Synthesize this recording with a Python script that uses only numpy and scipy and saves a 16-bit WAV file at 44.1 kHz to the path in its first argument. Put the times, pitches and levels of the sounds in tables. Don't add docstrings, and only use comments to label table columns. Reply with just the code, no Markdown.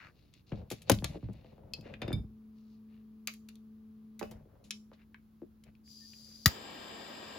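import sys
import numpy as np
from scipy import signal
from scipy.fft import rfft, irfft, next_fast_len
from scipy.io import wavfile

SR = 44100
rng = np.random.default_rng(int(sys.argv[2]) if len(sys.argv) > 2 else 0)


def store_pcm(level_fs):
    pcm = np.round(np.clip(level_fs, -1, 1) * 32767).astype(np.int16)
    wavfile.write(sys.argv[1], SR, np.atleast_2d(pcm).T)


N = 325458

TIME = np.arange(N) / SR
AGE = np.arange(SR // 2) / SR
SIZE = next_fast_len(N + SR // 2)
FREQ = np.maximum(np.arange(SIZE // 2 + 1) * SR / SIZE, 1)
GAS_ON_S, IGNITE_S = 5.835, 6.4575


# (frequency [Hz], level [dB])
FLAME_ROAR = [(40, -21), (100, -9.5), (250, 1.5), (700, 0.5), (1200, -2.5), (2200, -12), (3600, -12.5),
              (4600, -9.5), (5600, -17), (9000, -45), (12000, -34)]
# (frequency [Hz], width [Hz], gain [dB])
ROAR_PEAKS = [(1449, 120, -20), (1613, 48, 9), (1840, 71, 7), (2130, 100, -5), (2307, 94, 7),
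              (2350, 270, 1), (3020, 380, 8), (3590, 60, 10), (4440, 220, -11), (5500, 690, -22)]

def jet_flame():
    roar = noise(from_db(over_hz(FLAME_ROAR)) * colour(ROAR_PEAKS))
    lows = filtered(roar, keep_below(800))
    flickering = roar - lows + lows * flutter(42, depth_db=1.5)
    return from_db(-48) * ramp(IGNITE_S, length_s=0.018) * flickering


# (frequency [Hz], width [Hz], level [dB])
COLD_HISS = [(4820, 290, 2.5), (5850, 200, -8), (6500, 520, -14.5), (7320, 310, -11), (4020, 1950, -19),
             (10170, 370, -20), (10980, 460, -13), (14400, 460, -18), (15300, 700, -25.5)]
HOT_HISS = [(4940, 350, -1.5), (7500, 640, -4), (10150, 320, -22), (10940, 530, -19.5), (14300, 290, -17.5)]

def gas_hiss():
    valve, heat = ramp(GAS_ON_S, length_s=0.08), ramp(IGNITE_S, length_s=0.036)
    hiss = np.sqrt(1 - heat) * banded_noise(COLD_HISS) + np.sqrt(heat) * banded_noise(HOT_HISS)
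    return from_db(-56.5) * valve * hiss


def banded_noise(bands):
    return noise(sum(from_db(db) * np.abs(resonance(hz, width)) ** 2 for hz, width, db in bands))


# (time [s], level [dB])
HAMMER_TAPS = [(6.4588, -0.5), (6.4606, -12), (6.477, -21)]
# (pitch [Hz], level [dB], fade time [s])
TORCH_TONES = [(1263.5, -11, 0.022), (1907, -4.5, 0.029), (2640, -13.5, 0.0076), (3667, -9, 0.018),
               (4002, -7, 0.018), (4875, 2.5, 0.018), (6070, -11, 0.011), (6918, 0, 0.0225),
               (12000, -10.5, 0.01), (14300, -13, 0.012), (14910, -3, 0.017)]

def igniter():
    out = struck(HAMMER_TAPS, TORCH_TONES, crack_db=-3, crack_fade_s=0.036)
    puff = thump(hz=109, octaves=1.38, bench_share=0)
    add(out, IGNITE_S, -14.5, puff)
    return out


# (time [s], level [dB], low edge [Hz], high edge [Hz], fade time [s])
PLASTIC_CLICKS = [(0.338, -49, 1940, 8500, 0.016), (0.52, -46, 1260, 2840, 0.022),
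                  (0.702, -32, 1550, 14500, 0.035), (0.713, -30, 1410, 12100, 0.074),
                  (0.818, -43, 2010, 12000, 0.062), (0.8967, -8, 1457, 14800, 0.021),
                  (0.916, -19, 1490, 12900, 0.035), (0.94, -34, 1830, 6000, 0.016),
                  (0.948, -37, 2450, 11800, 0.012), (.987, -36, 2540, 4240, 0.006),
                  (1.043, -20, 1336, 10550, 0.019), (1.331, -56, 5130, 13000, 0.023),
                  (1.444, -57.5, 1748, 4220, 0.014), (1.938, -37, 1600, 3056, 0.019),
                  (2.017, -33.5, 1190, 3280, 0.048), (2.029, -42, 980, 3630, 0.026),
                  (2.078, -39, 1110, 3080, 0.033), (2.105, -53, 700, 1670, 0.018),
                  (2.117, -39, 884, 1950, 0.02), (3.273, -19, 1610, 14200, 0.015),
                  (3.28, -31.5, 1002, 5800, 0.021), (3.337, -43, 1980, 14000, 0.034),
                  (3.487, -40.5, 1680, 13000, 0.027), (3.555, -46.5, 3176, 12080, 0.01),
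                  (4.193, -34.5, 1784, 16960, 0.033), (4.228, -37.5, 1750, 5000, 0.0084),
                  (4.311, -43.5, 1800, 17500, 0.06), (4.64, -53.5, 2420, 9860, 0.22),
                  (4.707, -20, 2480, 8890, 0.017), (4.713, -31.5, 3000, 9070, 0.0095),
                  (4.932, -56.5, 1200, 4460, 0.082), (5.144, -40, 1140, 2080, 0.01),
                  (5.637, -50.5, 1670, 10000, 0.027), (5.751, -58.5, 2220, 4260, 0.012),
                  (5.876, -59, 1720, 3070, 0.013), (6.133, -47.5, 1700, 3980, 0.019)]
# (frequency [Hz], width [Hz], gain [dB])
PLASTIC_SHELL = [(2460, 300, 3.5), (3900, 210, 1.5), (5600, 700, -2.5), (7160, 500, 2), (9700, 900, 1.5),
                 (10900, 310, 4), (15000, 600, -4.5)]

def plastic_clicks(tone_count=5, ring_db=-20.5, ring_fade_s=0.026):
    out = np.zeros((2, N))
    for s, db, low_hz, high_hz, fade_s in PLASTIC_CLICKS:
        span = high_hz / low_hz
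        snap = band(crack(fade_s), np.sqrt(low_hz * high_hz), np.log2(span))
        places = (np.arange(tone_count) + rng.random(tone_count)) / tone_count
        ring = ringing([(hz, ring_db, ring_fade_s) for hz in low_hz * span ** places])
        add(out, s, db, snap / np.abs(snap).max() + ring)
    return filtered(out, colour(PLASTIC_SHELL))


# (time [s], level [dB], pitch [Hz], width [octaves], left over right [dB])
BENCH_BUMPS = [(.519, -27.5, 154.3, 1.77, 0), (0.712, -27.5, 225, 2.34, 2.5),
               (0.8967, -8.5, 395, 2.03, 3.5), (.911, -14.5, 140, 2.44, 2),
               (1.023, -28.5, 164.9, 1.85, 0.5), (1.042, -27, 171, 4.1, 5), (1.155, -33, 330.7, 1.02, -1),
               (1.228, -28.5, 84.85, 1.3, -4.5), (1.287, -30.5, 171, 1.34, 3), (1.445, -47, 403, 1.3, 0),
               (1.58, -48, 451, 1.24, 3), (1.785, -41.5, 190, 1.4, 4.5), (1.856, -41, 374, 0.78, -1),
               (2.019, -28, 295.2, 1.9, -3), (2.080, -27.5, 216, 1.8, 0), (2.105, -28.5, 234.5, 1.8, 0),
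               (2.127, -19, 85, 1.42, -6.5), (4.2126, -23, 384, 2.14, -11.5), (4.224, -29, 397, 1.8, -8.5),
               (4.314, -42.5, 418, 1.77, -4), (4.455, -51.5, 375, 0.75, 3.5), (4.555, -56.5, 593, 1.26, 0),
               (4.916, -45, 423, 1.97, -2), (5.418, -36.5, 309, 0.65, 2)]

def bench_bumps():
    out = np.zeros((2, N))
    for s, db, hz, octaves, pan_db in BENCH_BUMPS:
        bench_share = 0.38 / (1 + (57 / hz) ** 2)
        sides = from_db([[pan_db / 2], [-pan_db / 2]])
        add(out, s, db, thump(hz, octaves, bench_share) * sides)
    return out


# (pitch [Hz], level [dB], fade time [s])
BENCH_TONES = [(62, -10, 0.45), (105.3, 4, 0.17), (200, -4, 0.27), (227.5, -3.5, 0.27), (359, -7.5, 0.023),
               (473, -3, 0.08), (596, -3, 0.15), (743.4, -10, 0.013)]

def thump(hz, octaves, bench_share, settle_s=0.016):
    first, second = (signal.unit_impulse(len(AGE), int(SR * s)) for s in settle_s * rng.random(2))
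    ring = 0.01 * ringing(BENCH_TONES)
    shudder = 0.098 * crack(fade_s=0.08)
    push = signal.unit_impulse(len(AGE))
    return band(push + bench_share * (first - second + ring + shudder), hz, octaves)


# (time [s], level [dB])
CONNECTOR_TAPS = [(1.7356, -23.5), (1.810, -46)]
# (pitch [Hz], level [dB], fade time [s])
CONNECTOR_TONES = [(2600, -8, 0.045), (3299, -6.5, 0.013), (4280, -3, 0.034), (4830, -6, 0.061),
                   (5320, -8, 0.027), (7140, -9, 0.024), (11410, -14, 0.023)]

def brass_connector():
    return struck(CONNECTOR_TAPS, CONNECTOR_TONES, crack_db=1, crack_fade_s=0.012, hz=6550, octaves=2)


# (time [s], level [dB])
NUDGE_TAPS = [(.898, -33), (2.018, -38.5), (2.081, -42), (2.129, -30.5)]
# (pitch [Hz], level [dB], fade time [s])
NUDGE_TONES = [(2290, -9, .15), (3597, 1.5, 0.09), (4990, -5, .06), (7105, -13, .04), (9220, -1, 0.038),
               (11650, -3, .025), (15510, -20, .03)]

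def connector_nudges():
    return struck(NUDGE_TAPS, NUDGE_TONES, crack_db=-7.5, crack_fade_s=0.0089)


# (time [s], level [dB])
WIRE_TAPS = [(.9, -44.5), (4.224, -45)]
# (pitch [Hz], level [dB], fade time [s])
WIRE_TONES = [(610, 1.5, 0.7), (1760, -14.5, 0.35), (2600, -8, 0.33), (2934, -11.5, 0.35)]

def wire_stand():
    return struck(WIRE_TAPS, WIRE_TONES, crack_db=-7, crack_fade_s=0.29)


# (middle time [s], length [s], dull drag [dB], bright rustle [dB], rustle pitch [Hz])
BENCH_RUBS = [(0.02, 0.22, -70.5, -56.5, 1620), (0.167, 0.36, -76.5, -76, 3200),
              (0.376, 0.11, -80, -70.5, 3160), (0.491, 0.058, -70.5, -66.5, 3570),
              (0.59, 0.19, -55, -71.5, 3020), (0.825, 0.36, -68, -69, 3020), (0.906, 0.079, -52, -52, 3300),
              (1.13, 0.11, -53, -59, 2600), (1.385, 0.42, -63.5, -69.5, 2720),
              (1.704, 0.37, -58, -83, 2620), (1.904, 0.16, -53.5, -61.5, 2056),
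              (2.055, 0.16, -49.5, -68, 1900), (2.66, 0.36, -86, -81.5, 3930),
              (2.958, 0.18, -80.5, -79, 2313), (4.347, 0.19, -60, -76.5, 1500),
              (4.551, 0.42, -67, -83, 978), (5.007, 0.082, -78, -71, 1900), (5.678, 0.06, -63, -71, 1958),
              (6.316, 0.54, -75, -79, 1752)]

def rubbing(tremble_hz=88):
    friction, slips = noise(1) * flutter(90, depth_db=3), slipping()
    drag, rustle, tremble = np.zeros(N), np.zeros((2, N)), np.zeros((1, N))
    for s, length, drag_db, rustle_db, rustle_hz in BENCH_RUBS:
        now = np.abs(TIME - s) < length / 2
        swell = np.cos(np.pi * (TIME[now] - s) / length)
        drag[now] += from_db(drag_db) * swell
        bright = rms_one(band(slips[:, now], rustle_hz, octaves=1.1))
        rustle[:, now] += from_db(rustle_db) * swell * bright
    shake = (1 - dying(0.02)) * dying(0.4)
    for s, db, hz, _, _ in BENCH_BUMPS:
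        add(tremble, s, db - 17 - 20 * np.log10(hz / tremble_hz), shake)
    scrape = drag * flutter(7.6, depth_db=1.5) * rms_one(band(friction, hz=434, octaves=0.95))
    rumble = rms_one(band(friction.mean(axis=0), tremble_hz, octaves=1.8))
    return rustle + scrape + (tremble + from_db(4) * drag) * rumble


# (frequency [Hz], width [Hz], gain [dB])
RUBBED_PARTS = [(2760, 300, 3.5), (3180, 600, -7.5), (4320, 590, 3.5), (6300, 840, 0)]

def slipping(slips_per_s=520, spread_db=3):
    sizes = from_db(spread_db * np.minimum(rng.exponential(1, N), 4)) * rng.choice([-1, 1], N)
    slips = sizes * (rng.random(N) < slips_per_s / SR)
    return filtered(rms_one(slips) + noise(1), colour(RUBBED_PARTS)) * flutter(6.7, depth_db=4.5)


def grip_squeak(middle_s=6.035, length_s=0.065, hz=1800):
    swell = np.cos(np.pi * np.clip((TIME - middle_s) / length_s, -.5, .5))
    return from_db(-67.5) * swell * np.sin(2 * np.pi * hz * TIME)


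# (time [s], level [dB])
FAN_LEVEL = [(0, -77.5), (1.7, -65), (2.0, -54), (4.32, -53), (4.53, -79), (4.74, -51.5), (4.93, -62),
             (7.38, -60)]
# (frequency [Hz], level [dB])
FAN_RUSH = [(400, -8), (800, -11), (1150, -5), (1600, -21.5), (4000, -24.5)]

def bench_fan(hum_hz=218.2, sag_hz=6.8, sag_at_s=4.6, sag_spread_s=0.22):
    level = from_db(in_time(FAN_LEVEL))
    hz = hum_hz - sag_hz * np.exp(-((TIME - sag_at_s) / sag_spread_s) ** 2)
    phase = 2 * np.pi * np.cumsum(hz) / SR
    octave = from_db(-21) * level / level.max() * np.sin(2 * phase)
    hum = np.sqrt(2) * (np.sin(phase) + octave)
    air = from_db(-28) * noise(from_db(over_hz(FAN_RUSH)) * (FREQ < 5000))
    return level * (hum + air)


# (time [s], level [dB])
ECHO_AMOUNT = [(.7, -1.5), (.9, -6.5), (1.05, -1.5), (1.75, -3), (2.1, -1), (3.3, 0.5), (4.7, -0.5),
               (6.45, -7.5)]
# (frequency [Hz], level [dB])
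ECHO_TONE = [(60, -14.5), (400, -5.5), (1500, -3.5), (2600, -4), (5000, -6), (8000, -16), (16000, -21.5)]

def workshop_echo(hits, fade_s=0.14, treble_fade_s=0.32):
    sent = hits.mean(axis=0) * from_db(in_time(ECHO_AMOUNT))
    echoes = rng.standard_normal((2, len(AGE))) * (1 - dying(0.023))
    tail, treble_tail = echoes * dying(fade_s), echoes * dying(treble_fade_s)
    low = keep_below(6500)
    response = low * rfft(tail, SIZE) + (1 - low) * rfft(treble_tail, SIZE)
    return filtered(sent, response * from_db(over_hz(ECHO_TONE)) / np.linalg.norm(tail[0]))


# (frequency [Hz], level [dB])
QUIET_ROOM = [(25, -20), (50, 0), (90, 2), (160, -2), (300, -7), (600, -24), (1200, -24), (2000, -32.5),
              (4500, -35), (8000, -40.5), (11500, -34.5), (13200, -44), (15500, -35)]

def workshop_quiet():
    return from_db(-65.5) * noise(from_db(over_hz(QUIET_ROOM)))


# (frequency [Hz], likeness [0 to 1])
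STEREO_LIKENESS = [(60, 0.78), (290, 0.77), (640, 0.094), (1400, 0.035), (3100, 0.56), (7000, 0.081),
                   (15000, 0.73)]

def noise(gain):
    mid, side = rng.standard_normal((2, N))
    alike = np.clip(over_hz(STEREO_LIKENESS), 0, 1)
    shared = filtered(mid, gain * np.sqrt(1 + alike))
    opposed = filtered(side, gain * np.sqrt(1 - alike)) * [[1], [-1]]
    return rms_one(shared + opposed)


def struck(taps, tones, crack_db, crack_fade_s, hz=5000, octaves=4.6):
    out, hardest = np.zeros((2, N)), max(db for _, db in taps)
    for s, db in taps:
        db_per_octave = 0.35 * (db - hardest)
        stirred = [(pitch, level + db_per_octave * np.log2(pitch / tones[0][0]), fade_s)
                   for pitch, level, fade_s in tones]
        add(out, s, db, ringing(stirred) + from_db(crack_db) * band(crack(crack_fade_s), hz, octaves))
    return out


def ringing(tones, detune=0.0041):
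    strengths = from_db(1.5 * rng.standard_normal((len(tones), 2, 1)))
    twins = 1 + detune * rng.standard_normal(len(tones))
    out = np.zeros((2, len(AGE)))
    for k, (hz, db, fade_s) in enumerate(tones):
        phase = 2 * np.pi * hz * AGE
        pair = (np.sin(phase) + .5 * np.sin(twins[k] * phase)) / 1.5
        out += (-1) ** k * strengths[k] * from_db(db) * pair * dying(fade_s)
    return out


def crack(fade_s):
    mid, side = rng.standard_normal((2, len(AGE)))
    return (mid + .35 * side * [[1], [-1]]) * dying(fade_s) * (1 - dying(.005))


def add(out, s, db, sound):
    at = round(s * SR)
    out[:, at:at + len(AGE)] += (from_db(db) * sound / np.abs(sound).max())[..., :N - at]


def dying(fade_s):
    return from_db(-60 * AGE / fade_s)


def ramp(start_s, length_s):
    return np.clip((TIME - start_s) / length_s, 0, 1)


def flutter(rate_hz, depth_db):
    return from_db(depth_db * rms_one(filtered(rng.standard_normal(N), keep_below(rate_hz))))


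def from_db(db):
    return 10 ** (np.asarray(db) / 20)


def rms_one(x):
    return x / np.sqrt(np.mean(x ** 2) + 1e-20)


def in_time(points):
    return np.interp(TIME, *np.transpose(points))


def over_hz(points):
    hz, value = np.transpose(points)
    return np.interp(np.log(FREQ), np.log(hz), value)


def filtered(x, response):
    return irfft(rfft(x, SIZE) * response, SIZE)[..., :N]


def band(x, hz, octaves):
    half = 2 ** (octaves / 2)
    edges = [hz / half, min(hz * half, .45 * SR)]
    return signal.sosfilt(signal.butter(2, edges, "band", fs=SR, output="sos"), x)


def keep_below(hz):
    return 1 / (1 + (FREQ / hz) ** 4)


def resonance(hz, width):
    return 1 / (1 + 1j * (FREQ ** 2 - hz ** 2) / (FREQ * width))


def colour(peaks):
    return np.prod([1 + (from_db(db) - 1) * resonance(hz, width) for hz, width, db in peaks], axis=0)


# (frequency [Hz], left over right [dB])
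SIDE_BALANCE = [(60, 3), (380, 1), (700, 3), (1290, 2), (2400, 5), (4400, 6.5), (8100, 1.5), (15000, 0.5)]

def scene():
    metal = brass_connector() + connector_nudges() + wire_stand()
    hits = metal + plastic_clicks() + bench_bumps() + igniter()
    hits = signal.sosfilt(signal.butter(2, 48, "high", fs=SR, output="sos"), hits)
    near = hits + rubbing() + grip_squeak() + gas_hiss() + jet_flame() + bench_fan()
    balance = from_db(over_hz(SIDE_BALANCE) * [[.5], [-.5]])
    lag = np.exp(-2j * np.pi * FREQ / SR * [[0], [1]])
    return filtered(near, balance * lag) + workshop_echo(hits) + workshop_quiet()


# (frequency [Hz], width [Hz], gain [dB])
TREBLE_SHAPE = [(8510, 2000, -12), (13200, 940, -11), (14400, 1000, 6.5)]

def record(dry, bass_delay_s=0.025, corner_hz=130, cutoff_hz=16100):
    phase = 4 * np.pi * bass_delay_s * corner_hz * (1 - 1 / np.sqrt(1 + FREQ / corner_hz))
    picked_up = filtered(dry, colour(TREBLE_SHAPE) * np.exp(-1j * phase))
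    rounded = .9 * np.tanh(picked_up / .9)
    return filtered(rounded, 1 / np.sqrt(1 + (FREQ / cutoff_hz) ** 160))


dry = scene()
out = record(dry)
store_pcm(out)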